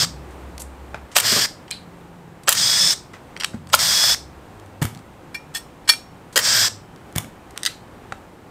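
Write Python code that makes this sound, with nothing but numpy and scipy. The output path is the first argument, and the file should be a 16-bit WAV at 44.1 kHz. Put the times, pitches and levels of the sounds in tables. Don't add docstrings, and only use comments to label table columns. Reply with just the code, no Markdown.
import sys
import numpy as np
from scipy import signal
from scipy.fft import rfft, irfft
from scipy.io import wavfile

SR = 44100
rng = np.random.default_rng(int(sys.argv[2]) if len(sys.argv) > 2 else 0)


def volts_from_db(level):
    exponent = np.asarray(level, float) / 20
    return 10 ** exponent


def bounce(signal):
    frames = np.transpose(np.atleast_2d(signal))
    limited = np.clip(frames, -1, 1)
    pcm = np.round(limited * 32767).astype(np.int16)
    wavfile.write(sys.argv[1], SR, pcm)


N = 374850

BLUR_HZ = (150, 45, 170)
STEADY = (0, 1.7, .2)
# (frequency [Hz], level [dB], T60 [s])
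DULL = [(1450, 0, .012), (2100, 0, .012), (4900, -2, .008)]


def rms_one(x):
    return x / np.sqrt(np.mean(np.abs(x) ** 2) + 1e-20)


def band(x, low_hz, high_hz, order=2):
    edges = [low_hz, min(high_hz, .45 * SR)]
    return signal.sosfilt(signal.butter(order, edges, "band", fs=SR, output="sos"), x)


def on_log(points, hz):
    table_hz, values = np.transpose(points)
    return np.interp(np.log(hz), np.log(table_hz), values)


def coloured(x, spectrum):
    hz = np.maximum(np.arange(len(x) // 2 + 1) * SR / len(x), 1)
    return rms_one(irfft(rfft(x) * volts_from_db(on_log(spectrum, hz)), len(x)))


def drift(count, rate_hz):
    r = np.exp(-2 * np.pi * rate_hz / SR)
    noise = rng.standard_normal(count + 8000)
    return rms_one(signal.lfilter([1], [1, -2 * r, r * r], noise)[8000:])


def blurred(phase, blur_hz, steady=0):
    in_phase = (steady + drift(len(phase), blur_hz)) * np.cos(phase)
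    quadrature = drift(len(phase), blur_hz) * np.sin(phase)
    return (in_phase + quadrature) / np.sqrt(1 + steady ** 2 / 2)


def ring(x, hz, t60):
    r, w = volts_from_db(-60 / (t60 * SR)), 2 * np.pi * hz / SR
    return signal.lfilter([0, np.sin(w)], [1, -2 * r * np.cos(w), r * r], x + 1e-18)


def glide(start, end, from_hz, to_hz, fade_s):
    t = np.arange(round(start * SR), min(round(end * SR), N)) / SR
    already_on = start == 0
    edge = np.clip(np.minimum(t - start + already_on, end - t) / fade_s, 0, 1)
    return round(start * SR), np.interp(t, [start, end], [from_hz, to_hz]), edge


def contacts(hits, modes, middle_db, ring_db, low_hz, top_hz, swell):
    shape = np.zeros((3, N))
    t = np.arange(int(.3 * SR)) / SR
    for s, db, hard_db, dies_ms in hits:
        dies = max(dies_ms, 3) / 1000
        rise = 0.000075 + swell * dies
        fall = volts_from_db(-60 * np.maximum(t - rise, 0) / dies) * np.minimum(t / rise, 1) ** 2
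        part = shape[:, round((s - .6 * rise) * SR):][:, :len(t)]
        range_db = [[db - hard_db], [db + middle_db], [db + hard_db]]
        part[:] = np.hypot(part, volts_from_db(range_db) * fall[:part.shape[1]])
    sounding = np.flatnonzero(shape[0])
    used = slice(sounding[0], sounding[-1] + SR // 10)
    white = (rng.standard_normal((3, N)) * shape)[:, used]
    edges = [(low_hz, 2500), (2500, 7000), (7000, top_hz)]
    crack = sum(band(w, a, b) * np.sqrt(SR / 2 / (b - a)) for w, (a, b) in zip(white, edges))
    rings = sum(volts_from_db(db) * ring(crack, hz, t60) for hz, db, t60 in modes)
    out = np.zeros((2, N))
    out[:, used] = crack, volts_from_db(ring_db) * rings
    return out


def gear_rattle(impacts, shift, shade):
    # (frequency [Hz], density [dB per Hz])
    gear_colour = [(59, -21), (100, 3.5), (185, -9), (320, -51), (590, -9.5), (1700, 3.5), (2760, 0.5),
                   (3340, 8.5), (3790, 3), (5100, 8.5), (6170, 1), (10500, -13), (13800, -15),
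                   (15600, -20.5)]
    # (frequency [Hz], width [Hz], level [dB])
    housing = [(680, 110, -6.5), (1150, 200, -13), (4600, 310, -5.5), (5940, 920, 2), (6800, 500, -10),
               (8040, 670, -7), (9200, 350, -13.5)]
    shade_hz = [450, 900, 2400, 3800, 5000, 6300, 7800, 9500, 13000]
    rattle = coloured(impacts, [(hz * shift, db) for hz, db in gear_colour])
    body = sum(volts_from_db(db) * rms_one(ring(impacts, hz, 1.1 / width)) for hz, width, db in housing)
    return coloured(rattle + volts_from_db(-19.5) * body, list(zip(shade_hz, shade)))


def rotor_whistle(t, whistle_db, clear_at, whistle_hz):
    from_clear = t - clear_at
    level_db = whistle_db - np.minimum(3 * (from_clear / .035) ** 2, 30) + 2 * drift(len(t), 8)
    hz = whistle_hz + 5500 * from_clear
    return volts_from_db(level_db) * blurred(2 * np.pi * np.cumsum(hz) / SR, BLUR_HZ[1], STEADY[1])


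def motor():
    # (start [s], brake done [s], level [dB], rise [s], gear mesh at start [Hz])
    bursts = [
        (-.3, 0.054, -14, 0.038, 1560),
        (1.216, 1.462, -14.5, 0.039, 1606),
        (2.534, 2.942, -15.5, 0.041, 1601),
        (3.777, 4.151, -14.5, 0.023, 1577),
        (6.395, 6.686, -14.5, 0.058, 1561),
    ]
    # (first, second, third mesh tone [dB], gain as the load falls away [dB])
    facing = [(-28, -16, -15.5, 6), (-17.5, -21, -41, 4), (-28, -13, -5, 2), (-31.5, -19, -17.5, 20),
              (-15, -20, -11, 9)]
    # (level [dB], clearest at [s], frequency then [Hz])
    whistles = [(-30, 0, 12700), (-18, 1.31, 12450), (-23, 2.72, 12550), (-23, 3.88, 11900),
                (-17, 6.6, 12330)]
    # (low rattle [dB], hiss [dB], mesh climb [Hz], pitch shift of the rattle spectrum [ratio])
    load = [(0, -1, 251.6, .98), (0, 0.36, 231, .99), (0, 0.011, 227.7, 1.054), (0, 1.5, 258.9, 1.03),
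            (0, 0.28, 221.9, 1.05)]
    fifths = [-32, -21.5, -15.5, -24.5, -19]
    shades = [
        [2.5, 0, -2, -1.5, -1, -1.5, 2, 0, 0],
        [1.5, 0, 2, -4, 0, -2.5, 1, -1.5, 0.17],
        [-1.5, 0, 0.36, 2, 0.054, 2.5, 3, -0.5, 0.053],
        [-3.5, 0.93, 0, -1, 1, 0, 1, 0, 1],
        [0, 0, 0, -3.5, 0, -2.5, 3, -6, -1],
    ]
    carrier = [(2, 0.044), (3, 0.026), (6, 0.026)]
    out = np.zeros((2, N))
    for burst, face, whistle, (low_db, hiss_db, climb_hz, shift), fifth_db, shade in zip(
            bursts, facing, whistles, load, fifths, shades):
        start, stop, level_db, rise, start_hz = burst
        *tones_db, growth_db = face
        at = max(round(start * SR), 0)
        t = np.arange(at, round(stop * SR)) / SR
        n = len(t)
        edge = np.clip(np.minimum(t - start, stop - t) / 0.003, 0, 1)
        freed = 1 - np.exp((start - t) / .4)
        braking = np.clip(1 - (stop - t) / 0.0216, 0, 1)
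        swing_db = -16.5 * np.clip(1 - (t - start) / rise, 0, 1) - 6 * braking
        mesh_hz = start_hz + climb_hz * freed - 120 * braking
        phase = 2 * np.pi * np.cumsum(mesh_hz) / SR

        impacts = volts_from_db(2.2 * np.minimum(rng.exponential(1, n), 4)) * rng.standard_normal(n)
        rattle = gear_rattle(impacts, shift, shade)
        lumps_db = 1.2 * drift(n, 60)
        low = volts_from_db(-11.5 + low_db + lumps_db + 0.37 * swing_db) * rms_one(band(rattle, 84.0, 2730))
        hiss = volts_from_db(-14 + hiss_db + swing_db) * rms_one(band(rattle, 9500, 17000, order=3))
        gears = volts_from_db(-2.5) * rms_one(band(rattle, 2500, 9500, order=3))
        gears += volts_from_db(fifth_db) * rms_one(band(impacts, 20, 348)) * np.cos(5 * phase)

        seating_db = -7 * np.exp((start + rise - t) / .07).clip(0, 1)
        unmesh_db = -14 * np.clip(1 - (stop - t) / .035, 0, 1)
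        lines = sum(volts_from_db(tones_db[k]) * blurred((k + 1) * phase, BLUR_HZ[k], STEADY[k])
                    for k in range(3))
        mesh = volts_from_db(growth_db * freed + seating_db + unmesh_db) * lines
        carrier_phase = phase / 98.0
        throb = 1 + sum(d * np.cos(k * carrier_phase + rng.uniform(0, 18.0)) for k, d in carrier)
        out[0, at:at + n] += edge * volts_from_db(level_db) * throb * (volts_from_db(swing_db) * gears + low + hiss)
        tonal = throb * mesh + rotor_whistle(t, *whistle)
        out[1, at:at + n] += edge * volts_from_db(level_db + swing_db) * tonal
    return out


def background():
    # (frequency [Hz], density [dB per Hz])
    air_colour = [(13, -31.5), (22, -15), (70, -6.5), (168, 1), (209, -5.5), (373, -8.5), (439, -11),
                  (518, -10), (628, -13), (804, -11), (2480, -25), (3010, -28), (5500, -36.5), (15600, -41)]
    # (start [s], end [s], level over the rumble [dB])
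    leaning = [(0, 0.116, 12.5), (2.552, 2.685, 8.5), (3.533, 3.9, 8), (4.908, 5.005, 8.5),
               (5.995, 6.3, 2.5)]
    # (start [s], end [s], from [Hz], to [Hz], level [dB])
    hum = [(0.059, 1.107, 65.2, 67.7, -41.5), (3.998, 4.476, 64.4, 68.8, -48), (0, 0.283, 141, 142, -44),
           (1.7, 2.428, 176.3, 168.2, -48.5), (2.75, 2.936, 190, 162, -41), (4.401, 4.9, 101, 99.8, -49),
           (6.498, 6.85, 104.4, 99.4, -46.5),
           (3.5, 3.98, 92, 78, -45), (3.5, 3.8, 160, 125, -47), (5.2, 5.6, 140, 155, -52)]
    # (start [s], end [s], frequency [Hz], width [Hz], level [dB])
    far_whine = (6.75, 8.0, 3050, 110, -69)
    air = coloured(rng.standard_normal(N), air_colour)
    upper = air - band(air, 80, 280)
    out = upper / np.std(band(air, 200, 2400)) * volts_from_db(-45 + 1.1 * drift(N, 1.3))
    t = np.arange(N) / SR
    leaning_db = sum(db * np.clip(np.minimum(t - start, end - t) / 0.0045, 0, 1)
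                     for start, end, db in leaning)
    out += rms_one(air - upper) * volts_from_db(-49.5 + leaning_db + 1.1 * drift(N, 1.5))
    for start, end, from_hz, to_hz, db in hum:
        at, hz, edge = glide(start, end, from_hz, to_hz, 0.066)
        level = np.sqrt(2) * edge * volts_from_db(db + 2.0 * drift(len(hz), 16))
        out[at:at + len(hz)] += level * np.sin(2 * np.pi * np.cumsum(hz) / SR)
    start, end, whine_hz, width, db = far_whine
    at, hz, edge = glide(start, end, whine_hz, whine_hz, 0.052)
    out[at:at + len(hz)] += edge * volts_from_db(db) * blurred(2 * np.pi * np.cumsum(hz) / SR, width)
    return out


def handling():
    # (time [s], level [dB], hardness as treble lift [dB], decay [ms])
    ticks = [(.5794, -37.5, 1.5, 16), (.5959, -49, 10, 10), (.618, -41.5, 5.5, 9), (.6194, -43.5, 13, 26),
             (2.4343, -47.5, 2, 32), (3.1338, -50, -1, 14), (3.136, -55, -14, 170), (3.1447, -58, -11, 20),
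             (3.5453, -52, -2, 20), (3.6717, -45.5, -4.5, 12), (3.6899, -54, 4.5, 40),
             (3.6993, -48, -7.5, 47), (4.598, -48, 0, 10), (4.9489, -37.5, -3, 5.1),
             (6.3263, -50.5, 1, 170), (7.1258, -52, 9, 8.8), (7.5077, -45.5, 2, 14),
             (7.5764, -24.5, 3.5, 6.2),
             (.305, -63.5, 3, 240), (.599, -45.5, 11, 106), (1.115, -50.5, -4, 190),
                   (4.66, -59, 3, 28), (4.958, -50, -7, 7.9), (4.974, -48, -5, 14), (4.99, -51, -5, 23),
                   (5.333, -68, 3, 34), (6.961, -50, -2, 12), (7.56, -58, -14.5, 170)]
    knocks = [
        (.9445, -50.5, -27, 21.9),
        (.952, -61, -19, 192.3),
        (3.535, -55.5, -10.5, 150),
        (8.1222, -36, -12, 22.8),
    ]
    bit_wobble = [(1.318, -31.5, -0.5, 139), (1.36, -34.5, -5, 185)]
    tray_hits = [(1.7065, -51, 2.5, 14), (1.7109, -40.5, 15, 11)]
    tray_buzz = [(1.714, -49.5, 1, 254), (7.68, -57.5, -7, 281)]
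    bit_chatter = [(4.036, -32.5, 0.42, 60), (4.096, -33, -0.78, 40)]
    screw_hits = [(7.621, -60, -3, 52), (7.6328, -28, 10.5, 4.6), (7.635, -43.5, 4, 39),
                  (7.6515, -30.5, 7, 20.5), (7.662, -20, 8.5, 3.9), (7.664, -30, 4.5, 37),
                  (7.671, -34, 3.5, 16.8), (7.674, -39, -7.5, 20.5)]
    # (frequency [Hz], level [dB], T60 [s])
    screw_tray = [(2460, 8, 0.1), (3160, 4, .06), (4300, 0, .007), (9000, 10.5, 0.012)]
    tray_floor = [(4060, -3, .02), (4270, -3, .018), (4600, -5, .006)]
    screws = [(1980, -4, 0.02), (3940, -10, 0.011), (5100, -5, 0.0046), (6460, -6, 0.003),
              (8920, -7, 0.0079)]
    wobble_modes = [(240, -3, .025), (450, -2, .015), (660, -4, .018), (1200, 1, .012)]
    casing = [(795, -0.5, 0.0092), (1487, -1.5, 0.005), (2390, -4, 0.0027)]
    out = contacts(ticks, DULL, middle_db=4.5, ring_db=-36.0,
                   low_hz=927, top_hz=12300, swell=0.023)
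    out += contacts(knocks + bit_chatter, casing, middle_db=0.0, ring_db=-19.5,
                    low_hz=624, top_hz=10930, swell=0.014)
    out += contacts(bit_wobble, wobble_modes, middle_db=9.5, ring_db=-21.5,
                    low_hz=166.0, top_hz=14000, swell=0.055)
    out += contacts(tray_hits, screw_tray, middle_db=22.0, ring_db=-36.0,
                    low_hz=1460, top_hz=12870, swell=0.029)
    out += contacts(tray_buzz, tray_floor, middle_db=6.0, ring_db=-11.5,
                    low_hz=1500, top_hz=11000, swell=0.029)
    return out + contacts(screw_hits, screws, middle_db=9.5, ring_db=-12.0,
                          low_hz=1300, top_hz=14200, swell=0.01)


def bench():
    # (time [s], level [dB])
    thuds = [
        (0.947, -36),
        (3.543, -31.5),
        (4.818, -19.5),
        (4.825, -16),
        (4.847, -25),
        (7.161, -24),
        (7.18, -33),
        (7.242, -36),
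        (7.278, -37),
        (8.12, -41),
    ]
    # (frequency [Hz], level [dB], T60 [s])
    bench_modes = [(74.3, -9, 0.15), (109, -2, 0.14), (150.3, 4.5, 0.055), (225, -2.5, 0.098),
                   (294, -5.5, 0.024)]
    times, levels_db = np.transpose(thuds)
    out = np.zeros(N)
    for hz, mode_db, t60 in bench_modes:
        push = np.zeros(N)
        push[[round(s * SR) for s in times]] = volts_from_db(levels_db + mode_db + rng.normal(0, 5.6, len(thuds)))
        out += ring(push, hz, t60)
    return band(out, 62, 500)


def controller_whine():
    # (time [s], level [dB])
    chirps = [(1.148, -32), (2.462, -43), (3.712, -45.5), (6.35, -54)]
    length = .018
    t = np.arange(round(length * SR)) / SR
    out = np.zeros(N)
    for s, db in chirps:
        tone = np.sin(2 * np.pi * 8000 * t) * np.sin(np.pi * t / length) ** .5
        out[round(s * SR):][:len(t)] += volts_from_db(db) * tone
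    return out


def hammer():
    # (time [s], level [dB], hardness as treble lift [dB], decay [ms])
    knocks = [
        [(1.1567, -22.5, -0.5, 180), (1.1648, -12.5, -0.5, 4.3), (1.1662, -9, -2, 4.3), (1.1681, -10, 2.5, 4.4),
         (1.1725, -16, 5, 6.3), (1.18, -16, 7, 7), (1.1849, -14, 4.5, 9), (1.2, -20.5, 6.5, 20),
         (1.2062, -24.5, 3.5, 13)],
        [(2.475, -26.5, -5, 82), (2.483, -16.5, -6, 14.5), (2.488, -19.5, -4, 12), (2.4909, -8, 11.5, 9),
         (2.494, -21, 2.5, 40), (2.504, -32, -2, 97), (2.5183, -24.5, 4, 20.64), (2.5247, -20, 6, 36),
         (2.5517, -22.5, 1.5, 8)],
        [(3.727, -30, -1, 157), (3.7327, -15.5, -3.5, 11.8), (3.7365, -15, 0.5, 7.5), (3.7399, -13, -6.5, 20),
         (3.7477, -17, 8.5, 20), (3.7564, -28, 10.5, 14)],
        [(6.3588, -19, 0.5, 29), (6.363, -20, 0.5, 90), (6.3755, -15, 3.5, 20), (6.3886, -23, 2.5, 49),
         (6.398, -34, 7.5, 28)],
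    ]
    # frequency [Hz], then T60 [s]
    anvil_hz = [560, 1050, 1420, 1900, 3250, 4100, 5100, 8500, 12000, 13500]
    anvil_t60 = [0.011, .012, 0.022, 0.017, 0.015, 0.0078, 0.015, 0.012, .01, 0.015]
    anvil_grip = [
        [-6.5, -14, -12.5, -2.5, 4, 3.5, -3, 3, -3, 3.5],
        [-20.5, -17.5, -3.5, 5.5, 4.9, -3, 1, 4.5, 1.5, 6],
        [-6, -11.5, 8.5, -1.5, 1.8, -5, 6.5, -3.5, -10.5, 5.5],
        [12, -40.5, -22.5, 12.5, 6.6, -2.5, 5.5, -1.5, -2.5, -0.5],
    ]
    # (time [s], peak level [dB], hardness [dB], decay [ms])
    backlash = [(2.55, -6.5, 2.5, 14.9), (2.806, -4.5, 1, 11),
                (3.791, 0.5, 0, 15), (3.817, 0, 0.00035, 12), (3.979, -8, 0, 12),
                     (3.998, -4.5, 0, 6.5), (4.039, 4, 0, 11), (4.098, -6, 0, 7.4),
                (1.232, -12, 0, 12.5), (1.244, -10.5, 0.0072, 13), (6.428, -7.5, 0, 12),
                     (6.445, -7, 0, 14)]
    out = sum(contacts(hits, zip(anvil_hz, grip, anvil_t60), middle_db=5.0, ring_db=-35.0,
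                       low_hz=600, top_hz=15800, swell=0.086)
              for hits, grip in zip(knocks, anvil_grip))
    clacks = contacts(backlash, DULL, middle_db=6.5, ring_db=-33.5,
                      low_hz=498, top_hz=10070, swell=.1)
    return out + volts_from_db(-24) * clacks


def bit_seating():
    # (time [s], level [dB], hardness as treble
    # lift [dB], decay [ms])
    seats = [(1.679, -58.5, -11, 40), (3.365, -42, -10.5, 11), (3.3736, -46, -3, 13),
             (3.3992, -40, 2.5, 60), (3.4085, -35.5, -0.5, 25), (3.421, -41.5, -7.5, 37),
             (3.4348, -31.5, -5.5, 14.7), (3.4435, -30, 4, 7.7), (3.4452, -22, 0.5, 14),
             (3.458, -45, 1, 10)]
    # (frequency [Hz], level [dB], T60 [s])
    screw_head = [(1230, -15, .012), (2080, -9, .007), (3260, 5.5, 0.0071), (4800, 3.5, 0.0045),
                  (5670, 5, .007), (8780, -2.5, 0.012)]
    return contacts(seats, screw_head, middle_db=8.5, ring_db=-25,
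                    low_hz=960, top_hz=12380, swell=0.055)


def bearing_squeal():
    # (time [s], length [s], frequency [Hz], level [dB])
    squeals = [(3.682, .025, 8600, -52.5), (4.05, .022, 13350, -28), (4.088, .022, 13200, -26)]
    out = np.zeros(N)
    for s, length, hz, db in squeals:
        t = np.arange(round(length * SR)) / SR
        flutter = 2 * np.pi * hz * t + 1.5 * np.sin(2 * np.pi * 130 * t)
        out[round(s * SR):][:len(t)] += volts_from_db(db) * np.sin(flutter) * np.sin(np.pi * t / length)
    return out


def set_down():
    # (time [s], level [dB], hardness as treble lift [dB], decay [ms])
    landings = [
        (4.8217, -31, -4.5, 44),
        (4.8275, -21.5, 3, 6.3),
        (4.8411, -32, 8.5, 6.3),
        (4.8527, -25, 0.5, 13.4),
        (7.1604, -23.5, 3, 11),
        (7.1749, -33, 4, 29),
        (7.182, -16, 2.5, 13.5),
        (7.2038, -42, 2, 26),
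        (7.2446, -43, -5, 19),
    ]
    shudder = [(4.816, -34, -1.5, 269), (7.154, -39.5, -3, 261)]
    # (frequency [Hz], level [dB], T60 [s])
    battery = [(2305, 1, 0.024), (3600, 8, 0.005), (5500, -7, 0.011), (9500, -33, .015), (15270, 6, 0.075)]
    return contacts(landings + shudder, battery, middle_db=-1.5, ring_db=-33.0,
                    low_hz=493, top_hz=13470, swell=0.011)


def plate():
    # (time [s], level [dB], hardness as treble lift [dB], decay [ms])
    touches = [
        [(5.3445, -42, 1.5, 68), (5.9348, -40.5, 1, 15)],
        [(5.54, -52.5, 4, 30), (5.547, -36.5, 4, 61.3), (5.559, -35.5, 3, 21), (5.567, -40, 8.4, 59.2),
         (5.575, -47.5, 3.4, 20)],
        [(5.853, -66, -4.5, 30), (5.876, -42.5, -3, 26), (5.8797, -36.5, -1, 30), (5.886, -37, 0.5, 30),
         (5.8905, -20, 5.5, 23), (5.894, -23.5, 5, 25), (5.8975, -19.5, 3.5, 18), (5.906, -33, 5.5, 30),
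         (5.918, -38, 5.5, 60), (5.9345, -36.5, -0.5, 25)],
    ]
    # frequency [Hz], then T60 [s]
    plate_hz = [1850, 2366, 2751, 3420, 4430, 5254, 5495, 6355, 7085, 8135, 8755, 10200, 10990, 12230,
                13435, 14200]
    plate_t60 = [0.066, 0.083, 0.0342, 0.032, 0.035, .04, 0.099, 0.055, 0.021, 0.057, .04, 0.0408, 0.055,
                 .05, .05, 0.024]
    spots = [
        [-1, 5.5, -5.5, -5, -2.5, -14, -3.5, -20.5, -22.5, -10, -12, -11, -12, -15, -11, -11],
        [0, -28.5, -20, 0, -5, -8, -13, -11, -16.5, 0.5, -7, -14, -7.5, -8, -8, -11.5],
        [-1, -3, -9.5, 0, 3, -2.5, -5.5, -14, -12.5, -3, -1, -11, 3, -16, -7, -9],
    ]
    out = np.zeros((2, N))
    for hits, spot in zip(touches, spots):
        modes = list(zip(plate_hz, spot, plate_t60))
        modes += [(hz + 40, db - 21, t60 * 4.0) for hz, db, t60 in modes]
        out += contacts(hits, modes, middle_db=7.5, ring_db=-24.0,
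                        low_hz=864, top_hz=15300, swell=0.088)
    return out


def workshop(x):
    # (frequency [Hz], T60 [s])
    room = [(300, .4), (900, .3), (1800, .22), (3400, .3), (5000, .29), (9000, .27), (15000, .15)]
    t = np.arange(int(.6 * SR)) / SR
    edges = 150 * 2 ** np.arange(0, 7.1, .5)
    tail = sum(band(rng.standard_normal(len(t)), a, b) * volts_from_db(-60 * t / on_log(room, a))
               for a, b in zip(edges, edges[1:]))
    tail = tail * np.clip(t / 0.014, 0, 1)
    return signal.fftconvolve(x, tail / np.sqrt(np.sum(tail ** 2)))[:N]


def scene():
    near = motor() + handling()
    near[0] += bench()
    near[1] += controller_whine() + bearing_squeal()
    near += hammer() + bit_seating() + set_down() + plate()
    noisy, tones = near
    reverberant = volts_from_db(-15) * workshop(noisy + .3 * tones)
    mono = noisy + tones + reverberant + background()
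    return np.array([mono, mono])


def band_limit(x):
    return signal.sosfilt(signal.butter(12, 15780, fs=SR, output="sos"), x)


def record(dry):
    # (frequency [Hz], width [Hz], share added [ratio])
    microphone = [(8200, 2600, .45), (10800, 2200, -.33), (15900, 2500, -.25)]
    for hz, width, share in microphone:
        dry = dry + share * signal.lfilter(*signal.iirpeak(hz, hz / width, fs=SR), dry)
    dry = signal.sosfilt(signal.cheby2(10, 40, 16300, fs=SR, output="sos"), dry)
    mix = np.clip(dry, -1, 1)
    return band_limit(mix)


dry = scene()
out = record(dry)
bounce(out)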